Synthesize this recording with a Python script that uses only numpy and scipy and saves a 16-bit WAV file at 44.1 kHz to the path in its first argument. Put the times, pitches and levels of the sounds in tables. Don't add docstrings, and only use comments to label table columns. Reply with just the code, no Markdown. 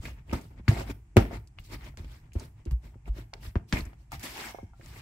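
import sys
import numpy as np
from scipy import signal
from scipy.fft import rfft, irfft, next_fast_len
from scipy.io import wavfile

SR = 44100
rng = np.random.default_rng(int(sys.argv[2]) if len(sys.argv) > 2 else 0)


def wav_out(sig):
    wavfile.write(sys.argv[1], SR, np.round(np.clip(np.atleast_2d(sig).T, -1, 1) * 32767).astype(np.int16))


N = 221161
TIME = np.arange(N) / SR
AGE = TIME[:SR // 2]

# frequency in Hz, level in dB, full ring time (t60) in seconds.
BOWL_MODES = [(195, -1, 0.049), (240, -0.5, 0.11), (344.7, 0.5, 0.12), (382.7, -9.5, 0.099),
              (412, -20.5, 0.23), (432, -9.5, 0.15), (542.5, -3, 0.12), (670, -2.5, 0.058), (693, -5, 0.18),
              (787, -7, 0.19), (889, 1, 0.028), (1088, -16, 0.096), (1215, -2, .07), (1370, -4.5, 0.13)]
# frequency in Hz, level in dB, full ring time (t60) in seconds.
BLADE_MODES = [(970, -7.5, 0.034), (1137, 1.5, 0.025), (1640, -12, 0.073), (1880, -1.5, 0.012),
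               (2213, -14, 0.093), (2154, 6.5, 0.0091), (2430, -1.5, 0.02), (2650, -5.5, 0.02),
               (2847, -10.5, 0.1), (3060, -9.5, 0.018), (4050, -22.5, .03), (4670, 1, 0.013),
               (5500, 9.5, 0.0032), (6640, 3.5, 0.0069), (7260, -2.5, .015)]
# frequency in Hz, level in dB.
CRUNCH_COLOUR = [(400, -24), (620, -6), (820, -1.5), (1050, -1), (1400, -3), (1800, -2), (2150, -1),
                 (2600, -4), (3400, -9.5), (4800, -18)]
# frequency in Hz, likeness (1 = the same, 0 = unrelated).
EAR_LIKENESS = [(100, 1), (250, 0.96), (500, 0.59), (1000, 0.098), (2500, 0), (8000, 0), (15000, 0)]


def from_db(db):
    return 10 ** (np.asarray(db) / 20)


def rms_one(x):
    return x / np.sqrt(np.mean(x ** 2) + 1e-20)


def attack_one(x):
    return x / np.sqrt(np.mean(x[..., :SR // 200] ** 2) + 1e-20)


def at_hz(points, hz):
    table_hz, values = np.array(points)[:, :2].T
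    return np.interp(np.log(np.maximum(hz, 1)), np.log(table_hz), values)


def band(x, low_hz, high_hz, order=2):
    high_hz = min(max(high_hz, low_hz * 1.1), .47 * SR)
    return signal.sosfilt(signal.butter(order, [low_hz, high_hz], "band", fs=SR, output="sos"), x)


def add(out, s, sound):
    start = max(round(s * SR), 0)
    out[:, start:start + sound.shape[-1]] += sound[..., :N - start]


def panned(sound, left_db):
    return sound * from_db([[left_db / 2], [-left_db / 2]])


def spread(pair, spectrum=None):
    count = pair.shape[-1]
    size = next_fast_len(count)
    hz = np.arange(size // 2 + 1) * SR / size
    mid, side = rfft(pair, size)
    alike = np.clip(at_hz(EAR_LIKENESS, hz), -1, 1)
    both = np.sqrt(1 + alike) * mid + np.sqrt(1 - alike) * side * [[1], [-1]]
    if spectrum is not None:
        lowest_hz, highest_hz = spectrum[0][0], spectrum[-1][0]
        skirts = np.minimum(hz / lowest_hz, 1) ** 2 / np.maximum(hz / highest_hz, 1) ** 2
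        both = both * from_db(at_hz(spectrum, hz)) * skirts
    return rms_one(irfft(both, size)[:, :count])


def background():
    # frequency in Hz, level in dB.
    background_colour = [(18, -40.5), (30, 6.5), (92, 4.5), (130, -2.5), (177, -21), (332, -14), (492, -34),
                         (808, -21), (1330, -30), (2360, -29), (3780, -42), (7860, -35.5), (15500, -59.5)]
    level_db = -56
    return from_db(level_db) * spread(rng.standard_normal((2, N)), background_colour)


def thuds(steepness=2.0):
    # start in seconds, peak level in dB, pitch in Hz, time to swell in seconds.
    thud_rows = [(.0, -29, 59.4, 0.005), (.115, -38, 60, 0.017), (0.333, -22.5, 68.5, 0.012),
                 (0.594, -36.5, 63, 0.013), (0.686, -6, 108.5, 0.0072), (0.7148, -21, 110, 0.012),
                 (1.171, -23.5, 53, 0.036), (1.1708, -4, 100, 0.0079), (1.599, -36, 77, 0.0026),
                 (2.001, -29, 72.5, 0.0082), (2.05, -36, 65, 0.012), (2.358, -19, 74.8, 0.0086),
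                 (2.668, -25.5, 66, 0.016), (2.712, -18, 58, 0.024), (2.7146, -26.5, 116, 0.0085),
                 (3.088, -21.5, 50.8, 0.02), (3.471, -31, 58.5, 0.013), (3.563, -13, 78.3, 0.0058),
                 (3.7362, -18, 71, 0.0054), (3.818, -30, 54.6, .011), (3.86, -30, 61.6, 0.012),
                 (4.169, -36.5, 71.3, 0.0099), (4.628, -37, 88, 0.015)]
    out = np.zeros((2, N))
    for s, db, hz, swell_s in thud_rows:
        u = AGE / swell_s
        envelope = (u * np.exp(1 - u)) ** steepness
        add(out, s, -from_db(db) * envelope * np.sin(2 * np.pi * hz * AGE))
    return out


def swell(s, swell_s, release_s):
    depth_db, curve = 25, 1.69
    away = np.maximum((s - TIME) / swell_s, (TIME - s) / release_s)
    return from_db(-depth_db * np.minimum(away, 10) ** curve)


def plunge(s, t60):
    attack_s = 0.008
    age = np.clip(TIME - s, 0, 3 * t60)
    return np.minimum(age / attack_s, 1) * from_db(-60 * age / t60)


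def linger(gain, t60):
    r = from_db(-120 / (t60 * SR))
    return np.sqrt(signal.lfilter([1 - r], [1, -r], gain ** 2 + 1e-18))


def strokes():
    # start in seconds, squash of butter in dB, crunch of crumbs in dB,
    # hiss of flour in dB, t60 in seconds.
    plunge_rows = [(.324, -29, -38.5, -41.5, 0.22), (.502, -55, -70, -71.5, 0.33),
                   (.679, -36, -36.5, -38, .27), (1.164, -25.5, -32, -43.5, 0.27),
                   (1.589, -57.5, -66.5, -58, 0.2), (1.973, -51, -57, -58, 0.38),
                   (2.04, -51.5, -61, -63.5, 0.14), (2.352, -45.5, -56.5, -64, 0.23),
                   (2.661, -50, -58.5, -71, 0.17), (2.711, -46, -62.5, -59.5, 0.1),
                   (3.335, -52.5, -62, -65, 0.27), (3.555, -32, -46, -64.5, 0.099),
                   (3.724, -29, -32, -40.5, 0.23), (3.85, -52, -56, -68.5, .3)]
    # firmest moment in seconds, swell in seconds, release in seconds,
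    # squash in dB, crunch in dB, hiss in dB.
    push_rows = [(.055, 0.059, 0.095, -47, -52.5, -50), (.19, 0.056, .04, -62.5, -63, -85),
                 (0.311, 0.053, 0.041, -48, -58, -60.5), (.44, .07, 0.089, -60.5, -70.5, -63.5),
                 (.59, 0.038, .03, -57, -62.5, -74), (.8, 0.13, 0.062, -39, -43.5, -47.5),
                 (0.909, 0.067, 0.024, -41, -46.5, -49), (1.346, 0.06, 0.055, -41, -48, -53),
                 (1.582, 0.017, .02, -66.5, -66, -74), (1.651, 0.022, .07, -72, -75.5, -56.5),
                 (1.741, 0.061, 0.039, -43.5, -48, -49), (1.871, 0.13, 0.057, -53, -52.5, -59),
                 (2.125, 0.076, 0.12, -61.5, -60.5, -60.5), (2.25, 0.066, .07, -64, -71, -87),
                 (2.429, 0.1, 0.07, -49, -59, -56), (2.59, .04, 0.069, -65, -69, -78),
                 (2.85, .04, 0.087, -57, -63, -63.5), (3.084, .04, 0.021, -50, -61.5, -62),
                 (2.945, 0.037, 0.027, -61, -82, -82), (3.185, .06, .07, -50, -55.5, -57.5),
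                 (3.454, 0.064, 0.068, -52.5, -54.5, -51.5), (3.695, 0.022, 0.057, -72.5, -73, -58),
                 (3.782, 0.072, 0.055, -41, -44, -45.5), (4.015, .06, .06, -70.5, -78, -72),
                 (4.138, 0.028, .045, -47, -46.5, -46.5), (4.88, 0.13, 0.29, -60.5, -60.5, -58),
                 (4.988, 0.12, 0.063, -57.5, -54.5, -55.5)]
    # squash in dB, crunch in dB, hiss in dB.
    trickle_db = [-18.5, -23, -27.5]
    trickle_t60_s = 0.34
    moves = [(plunge(s, t60), levels) for s, *levels, t60 in plunge_rows]
    moves += [(swell(s, up, down), levels) for s, up, down, *levels in push_rows]
    shapes, levels_db = zip(*moves)
    gains = np.sqrt(from_db(levels_db).T ** 2 @ np.array(shapes) ** 2)
    trickle = from_db(trickle_db)[:, None] * linger(gains, trickle_t60_s)
    return np.hypot(gains, trickle)


def grains(per_s, size_db, smooth):
    sizes = from_db(size_db * np.minimum(rng.exponential(1, N), 3))
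    breaks = (rng.random(N) < per_s / SR) * sizes
    return rms_one(breaks * rng.standard_normal((2, N))) + smooth * rng.standard_normal((2, N))


def sing(drive, modes):
    out = 0
    for hz, db, t60 in modes:
        r = from_db(-60 / (t60 * SR))
        w = 2 * np.pi * hz / SR
        out = out + from_db(db) * signal.lfilter([1 - r, 0, r - 1], [1, -2 * r * np.cos(w), r * r], drive)
    return rms_one(out)


def flutter(per_s):
    count = int(N / SR * per_s) + 2
    return rms_one(np.interp(TIME * per_s, np.arange(count), rng.standard_normal(count)))


def lumpy(noise, lumps_db, per_s):
    size = next_fast_len(N)
    whole = rfft(noise, size)
    octave = np.log2(np.maximum(np.arange(size // 2 + 1) * SR / size, 1))
    centres = np.linspace(np.log2(300), np.log2(16000), 24)
    out = 0
    for share in np.eye(len(centres)):
        part = irfft(whole * np.interp(octave, centres, share), size)[:, :N]
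        out = out + part * from_db(lumps_db * flutter(per_s))
    return out * np.std(noise) / np.std(out)


def cutting(gains, blade_ring_db=-7.5):
    # frequency in Hz, level in dB.
    squash_colour = [(90, -24.5), (160, -8), (230, 2.5), (290, -1), (350, -1.5), (500, -10.5), (620, -8),
                     (900, -24)]
    # frequency in Hz, level in dB.
    hiss_colour = [(2600, -4.5), (3800, -3), (4400, -3), (5500, -4.5), (6700, -9), (7450, -4.5),
                   (8400, -8.5), (10500, -12), (13000, -9.5), (15300, -12.5), (16000, -12.5)]
    squash_gain, crunch_gain, hiss_gain = gains
    squash = squash_gain * spread(grains(900, 4.0, .8), squash_colour)
    crumbs = spread(grains(1800, 3.0, 1.0), CRUNCH_COLOUR)
    ringing = from_db(blade_ring_db) * sing(spread(grains(1200, 3.0, 0.93), CRUNCH_COLOUR), BLADE_MODES)
    crunch = crunch_gain * panned(crumbs + ringing, left_db=2.5)
    hiss = hiss_gain * spread(grains(5000, 0.83, 1.0), hiss_colour)
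    return lumpy(squash + crunch + hiss, lumps_db=2.5, per_s=90)


def snaps(crunch_gain):
    crumbs_per_s, level_db, t60_s = 200, -8.5, .15
    ticks = sing(spread(grains(crumbs_per_s, 5.0, 0), CRUNCH_COLOUR), BLADE_MODES)
    return from_db(level_db) * linger(crunch_gain, t60_s) * ticks


def bowl_ring(load):
    level_db = -8.5
    return from_db(level_db) * load * sing(spread(grains(500, 5.2, .5), CRUNCH_COLOUR), BOWL_MODES)


def rocking(load):
    # frequency in Hz, level in dB.
    rumble_colour = [(18, -34), (35, -11.5), (55, 3.5), (80, -11.5), (110, -2.5), (160, -15), (300, -38)]
    rock_db, load_db, hands_db = -41.5, -49.5, -55
    follows, settle_t60_s = .55, 0.14
    pushed = from_db(rock_db) * (linger(load, settle_t60_s) / from_db(load_db)) ** follows
    return np.hypot(pushed, from_db(hands_db)) * spread(rng.standard_normal((2, N)), rumble_colour)


def dying(t60):
    return from_db(-60 * AGE / t60)


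def struck(modes, ring, skew):
    out = 0
    for hz, db, t60 in modes:
        unlike = np.sqrt(1 - np.clip(at_hz(EAR_LIKENESS, hz), -1, 1))
        apart = skew * unlike * rng.standard_normal() * np.array([[1], [-1]])
        strength = from_db(db + 2.5 * rng.standard_normal())
        out = out - strength * dying(t60 * ring) * np.sin(2 * np.pi * hz * AGE + apart)
    return attack_one(out)


def crack(t60):
    return attack_one(spread(rng.standard_normal((2, len(AGE)))) * dying(t60))


def clinks(crack_db=0.0):
    # start in seconds, level in dB, centre in Hz, bandwidth in octaves, multiple of the full ring time.
    clink_rows = [(0.0533, -38.5, 2110, 0.73, 2.5), (0.2957, -49, 2500, 0.44, .41),
                  (0.3137, -45.5, 2600, 1.1, 0.78), (0.413, -55.5, 6500, 1.9, 0.69),
                  (.6805, -24.5, 1450, 1.64, 1.16), (0.683, -34, 4500, 0.34, 0.31),
                  (1.1683, -21, 2470, 1.44, 0.54), (1.168, -30, 8900, 1.9, 0.38),
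                  (1.172, -21, 1040, 1.4, 1.1), (1.1773, -32.5, 2970, 2.1, 1.2),
                  (1.474, -59, 5800, 1.4, 0.53), (1.5865, -44, 2630, 0.87, 0.51),
                  (1.973, -47, 3070, 2.75, 0.32), (2.046, -54.5, 2400, 2.1, .35),
                  (2.32, -59, 2510, 0.74, 0.44), (2.334, -55, 6180, 1.95, 1.15),
                  (2.3976, -46.5, 5970, 1.22, 0.55), (2.654, -56.5, 5240, 1.46, 0.45),
                  (2.7108, -48, 4920, 8.9, 0.74), (3.057, -55, 2440, 0.29, 0.32),
                  (3.3374, -38, 2880, 1.6, 0.27), (3.5558, -35, 1130, 1.55, 0.25),
                  (3.7258, -26, 2245, 2.1, 0.51), (3.77, -31, 2130, 0.55, 1.2),
                  (3.807, -45, 4300, 0.38, 0.56), (3.853, -53.5, 6770, 0.89, 0.44),
                  (3.9336, -62, 1930, 2.2, 0.21), (4.1193, -43, 6760, 4.4, 0.55),
                  (4.127, -43.5, 2120, 0.22, 2.1), (4.1953, -47, 6900, 3.4, 1.5),
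                  (4.231, -42, 5600, 2.4, 4.3), (4.812, -54, 1700, 1.2, 0.97),
                  (4.8607, -52.5, 5040, 1.9, 0.23)]
    out = np.zeros((2, N))
    for s, db, hz, octaves, ring in clink_rows:
        blow = struck(BLADE_MODES, ring, skew=0.98) + from_db(crack_db) * crack(t60=0.097 * ring)
        reach = 2 ** (octaves / 2)
        add(out, s, from_db(db) * attack_one(band(blow, hz / reach, hz * reach)))
    return out


def knocks(crack_db=0.0):
    # start in seconds, level in dB, lowest frequency in Hz, contact hardness (upper limit) in Hz,
    # share of the full ring time, left over right in dB.
    knock_rows = [(0.3286, -36, 149, 410, 0.61, 12.5), (0.597, -42.5, 150, 325, 0.37, 0),
                  (.681, -23, 151, 270, 0.48, 2.5), (.713, -31, 250, 880, 1, -3.5),
                  (.765, -39.5, 480, 730, 1, -2.5), (.808, -36.5, 500, 920, 0.9, -1),
                  (1.162, -23, 148, 450, 0.28, 8), (1.1682, -8, 216, 653, 0.28, 3),
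                  (1.173, -13, 192.8, 636, 0.91, -4.5), (1.18, -26.5, 500, 1389, 0.92, 6.5),
                  (1.31, -38, 258, 812, 1, 3), (1.5852, -50, 753, 1270, 0.24, 9.5),
                  (1.941, -60, 300, 1500, 0.36, -1), (1.995, -46.5, 152, 350, 0.57, -0.5),
                  (2.354, -33.5, 188, 422, 0.55, -1.5), (2.66, -38, 210, 380, 0.68, 0.5),
                  (2.956, -49.5, 199.5, 390, 0.36, 0.5), (3.078, -45, 210, 1330, 0.43, 3),
                  (3.333, -43.5, 615, 1160, 0.38, 2.5), (3.5566, -25.5, 140, 473, 0.31, 2),
                  (3.7277, -23, 145, 259, 0.38, 2), (3.931, -53.5, 498, 1380, 0.28, 4),
                  (4.119, -42, 720, 1260, 0.84, 9), (4.129, -40, 775, 990, 0.59, 7.5),
                  (4.5462, -37, 352, 928, 0.28, -6), (4.586, -39.5, 460, 930, 0.38, -1),
                  (4.63, -38.5, 146, 326, 0.44, 1), (4.734, -56, 790, 1380, 0.63, 1),
                  (4.797, -53, 205, 600, 0.83, -7)]
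    out = np.zeros((2, N))
    for s, db, low_hz, hard_hz, ring, left_db in knock_rows:
        blow = struck(BOWL_MODES, ring, skew=1.0) + from_db(crack_db) * crack(t60=0.08 * ring)
        knock = from_db(db) * attack_one(band(blow, low_hz, hard_hz))
        add(out, s, panned(knock, left_db))
    return out


def drag():
    # time in seconds, crunch in dB.
    drag_points = [(4.17, -73), (4.2, -57.5), (4.222, -53), (4.24, -39.5), (4.29, -46.5), (4.35, -47.5),
                   (4.4, -42), (4.51, -47), (4.54, -72), (4.66, -82)]
    squash_db, hiss_db = -6, -1.5
    s, level_db = np.transpose(drag_points)
    pressure = from_db(np.interp(TIME, s, level_db)) * (TIME > s[0]) * (TIME < s[-1])
    return np.array([from_db(squash_db) * pressure, pressure, from_db(hiss_db) * pressure])


def sliding():
    # frequency in Hz, level in dB, ring time (t60) in seconds.
    slide_modes = [(916, 1, 0.019), (1610, -5, 0.014), (2154, 1.5, 0.033), (3080, -13.5, 0.024),
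                   (5100, -14, 0.016), (5700, -11, 0.019)]
    level_db = -49.5
    gain = from_db(level_db) * swell(4.455, swell_s=.25, release_s=0.25)
    return gain * sing(spread(grains(1000, 2.1, 0.55)), slide_modes)


def kitchen(x, build_up_s=0.039):
    # frequency in Hz, decay time (t60) in seconds.
    room_decay = [(150, 0.3), (500, 0.27), (2000, 0.21), (6000, 0.19), (14000, 0.32)]
    noise = spread(rng.standard_normal((2, len(AGE))))
    edges = np.geomspace(130, 16000, 8)
    tail = 0
    for low, high in zip(edges, edges[1:]):
        tail = tail + band(noise, low, high) * dying(at_hz(room_decay, np.sqrt(low * high)))
    tail = tail * np.minimum(AGE / build_up_s, 1) ** 2
    tail = tail / np.sqrt(np.sum(tail ** 2) / 2)
    return signal.fftconvolve(x, tail, axes=1)[:, :N]


def scene():
    gains = strokes()
    load, crunch_gain, _ = gains
    blows = knocks() + clinks()
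    mix = cutting(np.hypot(gains, drag())) + snaps(crunch_gain) + bowl_ring(load) + sliding()
    echo = kitchen(from_db(-17.0) * blows + from_db(-14.5) * mix)
    return blows + mix + thuds() + rocking(load) + echo + background()


def record(dry):
    cutoff_hz = 15650
    rounded = 1.267 * np.tanh(dry / 1.364)
    return signal.sosfilt(signal.ellip(10, .1, 80, cutoff_hz, fs=SR, output="sos"), rounded)


dry = scene()
out = record(dry)
wav_out(out)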